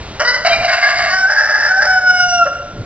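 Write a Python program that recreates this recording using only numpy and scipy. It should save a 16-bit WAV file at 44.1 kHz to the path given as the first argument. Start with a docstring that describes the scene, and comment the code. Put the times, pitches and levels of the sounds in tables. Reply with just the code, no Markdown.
"""Concrete-floored shed: a rooster crows once. A bark and a short note, two rasping syllables,
then a long note that breaks twice into a screech, clears, sags and ends in a gulp.
Rough voice: uneven syrinx slaps through resonances, plus wavering partials; clear voice: sine partials.
The shed adds a decaying noise echo; filtered noise gives air and a rumble on the microphone, with one low bump.
The camera turns its gain down under the crow, lifts the treble and limits peaks."""
import sys
import numpy as np
from scipy import signal
from scipy.fft import rfft, irfft, next_fast_len
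from scipy.io import wavfile
from scipy.ndimage import uniform_filter1d, minimum_filter1d, map_coordinates

SR = 44100
rng = np.random.default_rng(int(sys.argv[2]) if len(sys.argv) > 2 else 0)


def store_pcm(level_fs):
    """Save levels as 16-bit WAV."""
    pcm = np.round(np.clip(level_fs, -1, 1) * 32767).astype(np.int16)
    wavfile.write(sys.argv[1], SR, np.atleast_2d(pcm).T)


N = 125685

# Loudness of the third syllable's rasp and pitched core: (t/s, relative level/dB)
THIRD = [(.678, -17.5), (.702, -14.5), (.724, -15.5), (.74, -8.5), (.765, -21.5), (.788, -16.5),
         (.808, -24.5), (.844, -9.5), (.86, -18.5), (.888, -13), (.942, -21.5), (.985, -16.5),
         (1.062, -16.5), (1.086, -17.5), (1.14, -25.5), (1.2, -42.5), (1.27, -41)]
# Loudness of the screech's rasp and pitched core: (t/s, relative level/dB)
SCREECH = [(1.282, -24), (1.305, -12), (1.33, -10.5), (1.345, -17.5), (1.41, -9.5), (1.425, -15),
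           (1.495, -13.5), (1.57, -14), (1.67, -12), (1.703, -19), (1.718, -24), (1.79, -34.5), (1.822, -8),
           (1.838, -12.5), (1.858, -9.5), (1.874, -27.5), (1.985, -37.5)]
TOP_HZ = 8080  # upper band limit
FLUTTER = .0008  # pitch tremble of the clear voice, fraction of pitch


def amp(db):
    """Decibels to gain."""
    return 10 ** (np.asarray(db) / 20)


def unit(x):
    """Scale to rms 1."""
    return x / np.sqrt(np.mean(x ** 2) + 1e-20)


def along(points, hz):
    """(f/Hz, value) points interpolated on a log frequency axis."""
    f_hz, values = np.transpose(points)
    return np.interp(np.log(hz + 1), np.log(f_hz + 1), values)


def curve(rows, axis=1):
    """One column of a timed table, per sample."""
    rows = np.asarray(rows)
    return np.interp(np.arange(N) / SR, rows[:, 0], rows[:, axis])


def gate(rows):
    """Open from the first to the last row of a timed table, with linear edges."""
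    edge_s = 0.0051
    t = np.arange(N) / SR
    inside_s = np.minimum(t - rows[0][0], rows[-1][0] - t)
    return np.clip(inside_s / edge_s + .5, 0, 1)


def wobble(knots_per_s):
    """Smooth random curve through standard normal knots."""
    knots = rng.standard_normal(4096)
    return map_coordinates(knots, [np.arange(N) * knots_per_s / SR], mode="wrap")


def filtered(x, response):
    """x times a response of frequency, zero-padded against wrap-around."""
    m = next_fast_len(N + SR // 2)
    spectrum = rfft(x, m) * response(np.fft.rfftfreq(m, 1 / SR))
    return irfft(spectrum, m)[..., :N]


def coloured(x, colour):
    """x through causal, ringing resonances of a (f/Hz, level/dB) colour, at rms 1."""
    def response(hz):
        # folded cepstrum: minimum phase
        cepstrum = irfft(np.log(amp(along(colour, hz))))
        half = len(cepstrum) // 2
        cepstrum[1:half] *= 2
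        cepstrum[half + 1:] = 0
        return np.exp(rfft(cepstrum)) * (hz < TOP_HZ)
    return unit(filtered(x, response))


def phase_of(pitch_hz, flutter):
    """Phase of the syrinx, whose pitch trembles slightly."""
    trembling_hz = pitch_hz * (1 + flutter * wobble(knots_per_s=110))
    return 2 * np.pi * np.cumsum(trembling_hz) / SR


def harmonics(phase, lines):
    """Sum of (multiple, level/dB) sine partials at rms 1."""
    return unit(sum(amp(db) * np.sin(k * phase) for k, db in lines))


def background():
    """Steady air noise, a lumpy rumble on the microphone and one soft low bump: a sine under a Gaussian."""
    # Air noise spectrum: (f/Hz, relative level/dB)
    air_colour = [(120, -25.5), (400, -10), (800, -10), (1700, -14), (3800, -16.5), (7500, -33)]
    # Rumble spectrum: (f/Hz, relative level/dB)
    rumble_colour = [(20, -1), (75, 5), (120, 2.5), (200, -3), (700, -11), (1300, -41.5)]
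    # Rumble loudness: (t/s, level/dB)
    rumble_level = [(0, -33), (.2, -32), (.35, -34), (.6, -24), (.8, -42.5), (1.02, -29), (1.3, -39.5),
                    (2.7, -29.5), (2.8, -17.5), (2.85, -33)]
    air_db = -34
    bump_db, bump_s, bump_hz, bump_width_s = -10, 2.808, 114.6, 0.008
    air = amp(air_db) * coloured(rng.standard_normal(N), air_colour)
    rumble_gain = amp(curve(rumble_level) + 1.3 * wobble(knots_per_s=25))
    rumble = rumble_gain * coloured(rng.standard_normal(N), rumble_colour)
    t = np.arange(N) / SR - bump_s
    bump = -amp(bump_db) * np.exp(-(t / bump_width_s) ** 2) * np.sin(2 * np.pi * bump_hz * t)
    return air + rumble + bump


def rough(loudness, colour, pulse_hz, jitter, gain_db):
    """Syrinx slaps at a wandering nominal rate and uneven times; body and treble vary apart; throat colours."""
    wander, wander_per_s = .035, 45  # log rate, knots/s
    scatter_db, surge_db, surge_per_s = 2.5, 1.8, 240  # per slap; slower swell, knots/s
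    split_hz = 3300  # body below, treble above
    chance = rng.standard_normal((4096, 3))  # interval, body level, treble level
    cycles = np.cumsum(pulse_hz * np.exp(wander * wobble(wander_per_s))) / SR
    slap_cycles = np.cumsum(np.exp(jitter * chance[:, 0]))
    at = np.interp(slap_cycles, cycles, np.arange(N))
    keep = at < N - 1
    at = at[keep].astype(int)

    def slap_train(column):
        slaps = np.bincount(at, amp(scatter_db * chance[keep, column]), N)
        return (slaps - slaps.mean()) * amp(surge_db * wobble(surge_per_s))

    body, treble = slap_train(1), slap_train(2)
    pulses = body + filtered(treble - body, lambda hz: hz > split_hz)
    voice = coloured(pulses, [(60, -70)] + list(colour))
    return voice * amp(curve(loudness) + gain_db) * gate(loudness)


def rasps():
    """The rough stretches: trains of slaps, each through its own throat resonances."""
    # Loudness of bark, second syllable and gulp: (t/s, relative level/dB)
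    bark = [(.198, -10), (.205, 3.5), (.218, -8), (.234, -21.5), (.25, -23.5), (.3, -31), (.345, -46),
            (.365, -18), (.385, -25.5)]
    second = [(.448, -12), (.457, -10), (.476, 4.5), (.492, -25), (.515, -20), (.538, -6.5), (.56, -25.5),
              (.595, -27.5), (.63, -15), (.652, -11), (.675, -19)]
    gulp = [(2.455, -23), (2.466, -15), (2.478, -19), (2.495, -31)]
    # Throat resonances of each rough stretch: (f/Hz, relative level/dB)
    bark_colour = [(300, -26.5), (470, -20), (570, -3), (670, 0), (780, -10.5), (1000, -7), (1350, 0),
                   (1680, -0.5), (2100, -6), (2600, -24.5), (2980, -3.5), (3550, -40), (4700, -16),
                   (5550, -15), (6200, -24.5), (7300, -33)]
    second_colour = [(300, -38.5), (520, -30.5), (620, -5), (700, 8), (880, -14), (1170, -11), (1650, -4),
                     (1950, -8.5), (2180, -1), (2520, -19.5), (2860, -5), (3450, -38), (3900, -10.5),
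                     (4200, -17), (4850, -10), (5500, -22), (7300, -34)]
    third_colour = [(300, -47.5), (490, -45), (610, -6), (700, 7), (900, -16), (1150, -7), (1270, -10),
                    (1480, -3.5), (1650, 1.5), (1920, -2.5), (2170, 0), (2480, -17.5), (2880, -8.5),
                    (3300, -22), (3950, -17), (4300, -15), (4880, -6.5), (5550, -21.5), (7300, -27)]
    screech_colour = [(300, -39), (490, -19), (610, -6.5), (700, -13.5), (860, -12), (1020, -26),
                      (1330, -4), (1450, -5.5), (1690, 3.5), (1900, -6), (2460, -26.5), (2680, -22.5),
                      (3100, -33), (3650, -32), (4400, -28), (4900, -11.5), (5400, -16), (7100, -39.5)]
    gulp_colour = [(300, -25), (480, -17.5), (580, 5), (680, -12), (850, -19.5), (1370, -8), (1550, -7),
                   (2300, -29), (2800, -21.5), (3400, -41), (5400, -32.5), (7300, -48.5)]
    return (rough(bark, bark_colour, pulse_hz=299.6, jitter=.26, gain_db=-5.0)
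            + rough(second, second_colour, pulse_hz=601.0, jitter=.18, gain_db=-4.5)
            + rough(THIRD, third_colour, pulse_hz=552, jitter=.17, gain_db=-3.0)
            + rough(SCREECH, screech_colour, pulse_hz=828, jitter=.25, gain_db=-4.5)
            + rough(gulp, gulp_colour, pulse_hz=580, jitter=.12, gain_db=0))


def first_note():
    """A sine scoops up in the bark, then a short, low, nasal note; uneven cycles blur its upper harmonics."""
    # Upward scoop: (t/s, pitch/Hz, relative level/dB)
    scoop_track = [(.198, 555, -16), (.215, 595, -15), (.238, 700, -21)]
    # Short note: (t/s, pitch/Hz, relative level/dB)
    note_track = [(.25, 486, -13.5), (.27, 489, -21.5), (.282, 492.8, -9), (.308, 491.2, -14.5),
                  (.326, 496.4, -25.5), (.347, 506, -14), (.365, 499, -22)]
    # Its harmonics: (multiple of pitch, relative level/dB)
    note_lines = [(1, -18), (2, -15), (3, -3.5), (4, -1), (6, -17.5), (8, -15), (9, -17), (10, -8.5),
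                  (11, -17.5), (12, -22.5)]
    scoop = np.sin(phase_of(curve(scoop_track), FLUTTER))
    scoop = scoop * amp(curve(scoop_track, axis=2)) * gate(scoop_track)
    phase = phase_of(curve(note_track), flutter=.005) + .06 * wobble(knots_per_s=300)
    note = harmonics(phase, note_lines) * amp(curve(note_track, axis=2)) * gate(note_track)
    return scoop + note


def split_voice(loudness, lines, flutter, gain_db):
    """The syrinx's two sides pull against each other: partials waver together and swell in turn."""
    swap_db, swap_per_s = 5, 32  # swell of each partial, knots/s
    phase = phase_of(np.ones(N), flutter)  # of 1 Hz
    voice = sum(amp(db + swap_db * wobble(swap_per_s)) * np.sin(hz * phase) for hz, db in lines)
    return unit(voice) * amp(curve(loudness) + gain_db) * gate(loudness)


def hoarse_tones():
    """Pitched cores of the rough stretches: wavering partials of the split syrinx."""
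    # The voice catches a pitch in the second syllable: (t/s, level/dB before the crow's gain)
    catch = [(.47, -31), (.51, -19.5), (.54, -14), (.56, -36)]
    # Partials of catch, third syllable and screech: (f/Hz, relative level/dB)
    catch_lines = [(785, -1.5), (1190, -1.5), (1580, -2), (2380, 4.5), (3150, -7), (3885, 7.5)]
    third_lines = [(705, -5), (1055, -8), (1175, -3.5), (1480, -3.5), (1650, 2.5), (2160, 0), (2700, -13.5),
                   (3875, -13.5), (4850, -9.5)]
    screech_lines = [(605, -6.5), (860, -9), (1655, 2.5), (1745, -1), (4970, -16)]
    return (split_voice(catch, catch_lines, flutter=.006, gain_db=0)
            + split_voice(THIRD, third_lines, flutter=.013, gain_db=-3.5)
            + split_voice(SCREECH, screech_lines, flutter=.013, gain_db=-7))


def long_note(low_db=1, octave_db=1):
    """Clear voice: two strong partials, overtones sliding through throat resonances, period doubling at onset."""
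    # Pitch: (t/s, f/Hz)
    pitch_track = [(1.08, 726.4), (1.16, 756.4), (1.268, 761.4), (1.295, 814), (1.68, 747), (1.72, 750.6),
                   (1.788, 766), (1.81, 817), (1.865, 754), (2.0, 739.9), (2.2, 725.2), (2.35, 709.8),
                   (2.42, 689.6), (2.46, 668)]
    # Clear stretches: (t/s, fundamental/dB, octave/dB, overtones/dB), relative levels
    clear_a = [(1.08, -44, -35, -39), (1.135, -22.5, -14.5, -33.5), (1.2, -31.5, -14, -26.5),
               (1.256, -21, -8, -33.5), (1.28, -37.5, -13, -38), (1.298, -33.5, -25, -44)]
    clear_b = [(1.685, -32, -17.5, -25.5), (1.705, -24.5, -12.5, -30.5), (1.755, -28, -13.5, -37.5),
               (1.781, -16, -11, -28.5), (1.81, -35.5, -14, -43.5)]
    clear_c = [(1.866, -22.5, -12, -29), (1.94, -18.5, -13, -25.5), (1.964, -15, -10.5, -32),
               (1.992, -26, -11.5, -32.5), (2.002, -21, -20, -41.5), (2.014, -22, -17.5, -33),
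               (2.042, -22.5, -12, -34.5), (2.108, -21.5, -4.5, -23), (2.118, -19.5, -12.5, -29.5),
               (2.154, -21, -9, -24.5), (2.186, -22, -29, -23), (2.204, -22, -10.5, -22),
               (2.246, -16, -10.5, -20.5), (2.266, -19, -20.5, -27.5), (2.304, -21, -21, -22.5),
               (2.328, -12.5, -13.5, -22.5), (2.354, -14, -18, -19), (2.372, -14, -15.5, -30),
               (2.382, -17, -18, -18.5), (2.414, -13.5, -7.5, -28), (2.432, -23.5, -11, -32),
               (2.462, -21.5, -24.5, -32)]
    # Throat response for the overtones: (f/Hz, relative level/dB)
    throat = [(2050, -29.5), (2200, -0.5), (2300, -11), (2800, 8), (2930, -0.5), (3040, -19), (3600, -16),
              (4350, -18.5), (4550, -7), (4850, -17), (5150, 5), (5350, -0.5), (5720, 0.5), (5980, -12),
              (7300, -22.5)]
    # Period doubling as the note settles: (t/s, relative level/dB)
    doubling = [(1.095, -27), (1.14, -18), (1.2, -35), (1.27, -56)]
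    # Its partials: (multiple of pitch, relative level/dB)
    doubling_lines = [(1.5, -4.5), (2.5, 0.5), (4, -15), (6, -14), (6.5, -7), (7.5, -20.5), (8, -19)]
    waver_db, shimmer_db = 2.2, 1.52
    pitch_hz = curve(pitch_track)
    phase = phase_of(pitch_hz, FLUTTER)
    weights = {k: amp(along(throat, k * pitch_hz) + waver_db * wobble(knots_per_s=22.11))
               for k in range(3, 11)}
    overtones = sum(w * np.sin(k * phase) for k, w in weights.items())
    overtones = overtones / np.sqrt(sum(w ** 2 for w in weights.values()) / 2)
    doubling_gain = amp(curve(doubling) + waver_db * wobble(knots_per_s=70))
    voice = harmonics(phase, doubling_lines) * doubling_gain * gate(doubling)
    for rows in (clear_a, clear_b, clear_c):
        low = amp(curve(rows) + low_db) * np.sin(phase)
        octave = amp(curve(rows, axis=2) + octave_db) * np.sin(2 * phase)
        upper = amp(curve(rows, axis=3)) * overtones
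        voice = voice + gate(rows) * (low + octave + upper)
    return voice * amp(shimmer_db * wobble(knots_per_s=90))


def shed(x):
    """The shed's echo: convolution with 1 s of noise, each frequency decaying at its own speed."""
    # Decay time: (f/Hz, t60/s)
    decay = [(300, 2.5), (700, 1.25), (1500, 1.096), (5500, 0.91), (8000, 2.3)]
    predelay_s = .012  # to the first reflection
    hz, t, z = signal.stft(rng.standard_normal(SR), SR, nperseg=256)
    decaying = z * amp(-60 * t / along(decay, hz)[:, None])
    tail = signal.istft(decaying, SR, nperseg=256)[1]
    tail = tail / np.sqrt(np.mean(np.abs(rfft(tail, SR)[500:2500]) ** 2))  # unit gain over 500-2500 Hz
    return signal.fftconvolve(x, np.pad(tail, (int(predelay_s * SR), 0)))[:N]


def scene(crow_db=8):
    """Crow, echo and background; opposite phase slopes make the left channel a little late."""
    # Echo send of the clear voice: (f/Hz, gain/dB)
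    clear_wet = [(750, -11), (1400, -8), (2800, -10)]
    hoarse_wet_db, lag_s = -5.5, 0.0000647
    ambience = background()
    hoarse = amp(crow_db) * (rasps() + first_note() + hoarse_tones())
    clear = amp(crow_db) * long_note()
    clear_send = filtered(clear, lambda hz: amp(along(clear_wet, hz)))
    echo = shed(amp(hoarse_wet_db) * hoarse + clear_send)
    sound = hoarse + clear + echo + ambience
    left_right = np.array([[-1], [1]])
    return filtered(sound, lambda hz: np.exp(1j * np.pi * hz * lag_s * left_right))


def record(dry):
    """Camera: gain drops fast under loud sound, recovers slowly; treble lift, peak limiter, steep band limit."""
    # Microphone treble response: (f/Hz, gain/dB)
    treble_lift = [(1000, 1), (3000, .8), (5000, 3.4), (7300, 5), (8000, -12)]
    threshold_db, max_cut_db, recover_db_per_s = -18, 7.5, 31.5
    ceiling = .93  # limiter, ahead of the band limit
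    level_db = 10 * np.log10(np.abs(uniform_filter1d(dry[0] ** 2, size=256)) + 1e-12)
    recovery_db = recover_db_per_s * np.arange(N) / SR
    held_db = np.maximum.accumulate(level_db + recovery_db) - recovery_db
    cut_db = uniform_filter1d(np.clip(held_db - threshold_db, 0, max_cut_db), size=256)
    bright = filtered(dry * amp(-cut_db), lambda hz: amp(along(treble_lift, hz)))
    needed = ceiling / np.maximum(np.abs(bright).max(axis=0), ceiling)
    limit = uniform_filter1d(minimum_filter1d(needed, size=181), size=181)
    return filtered(bright * limit, lambda hz: hz < TOP_HZ)


dry = scene()
out = record(dry)
store_pcm(out)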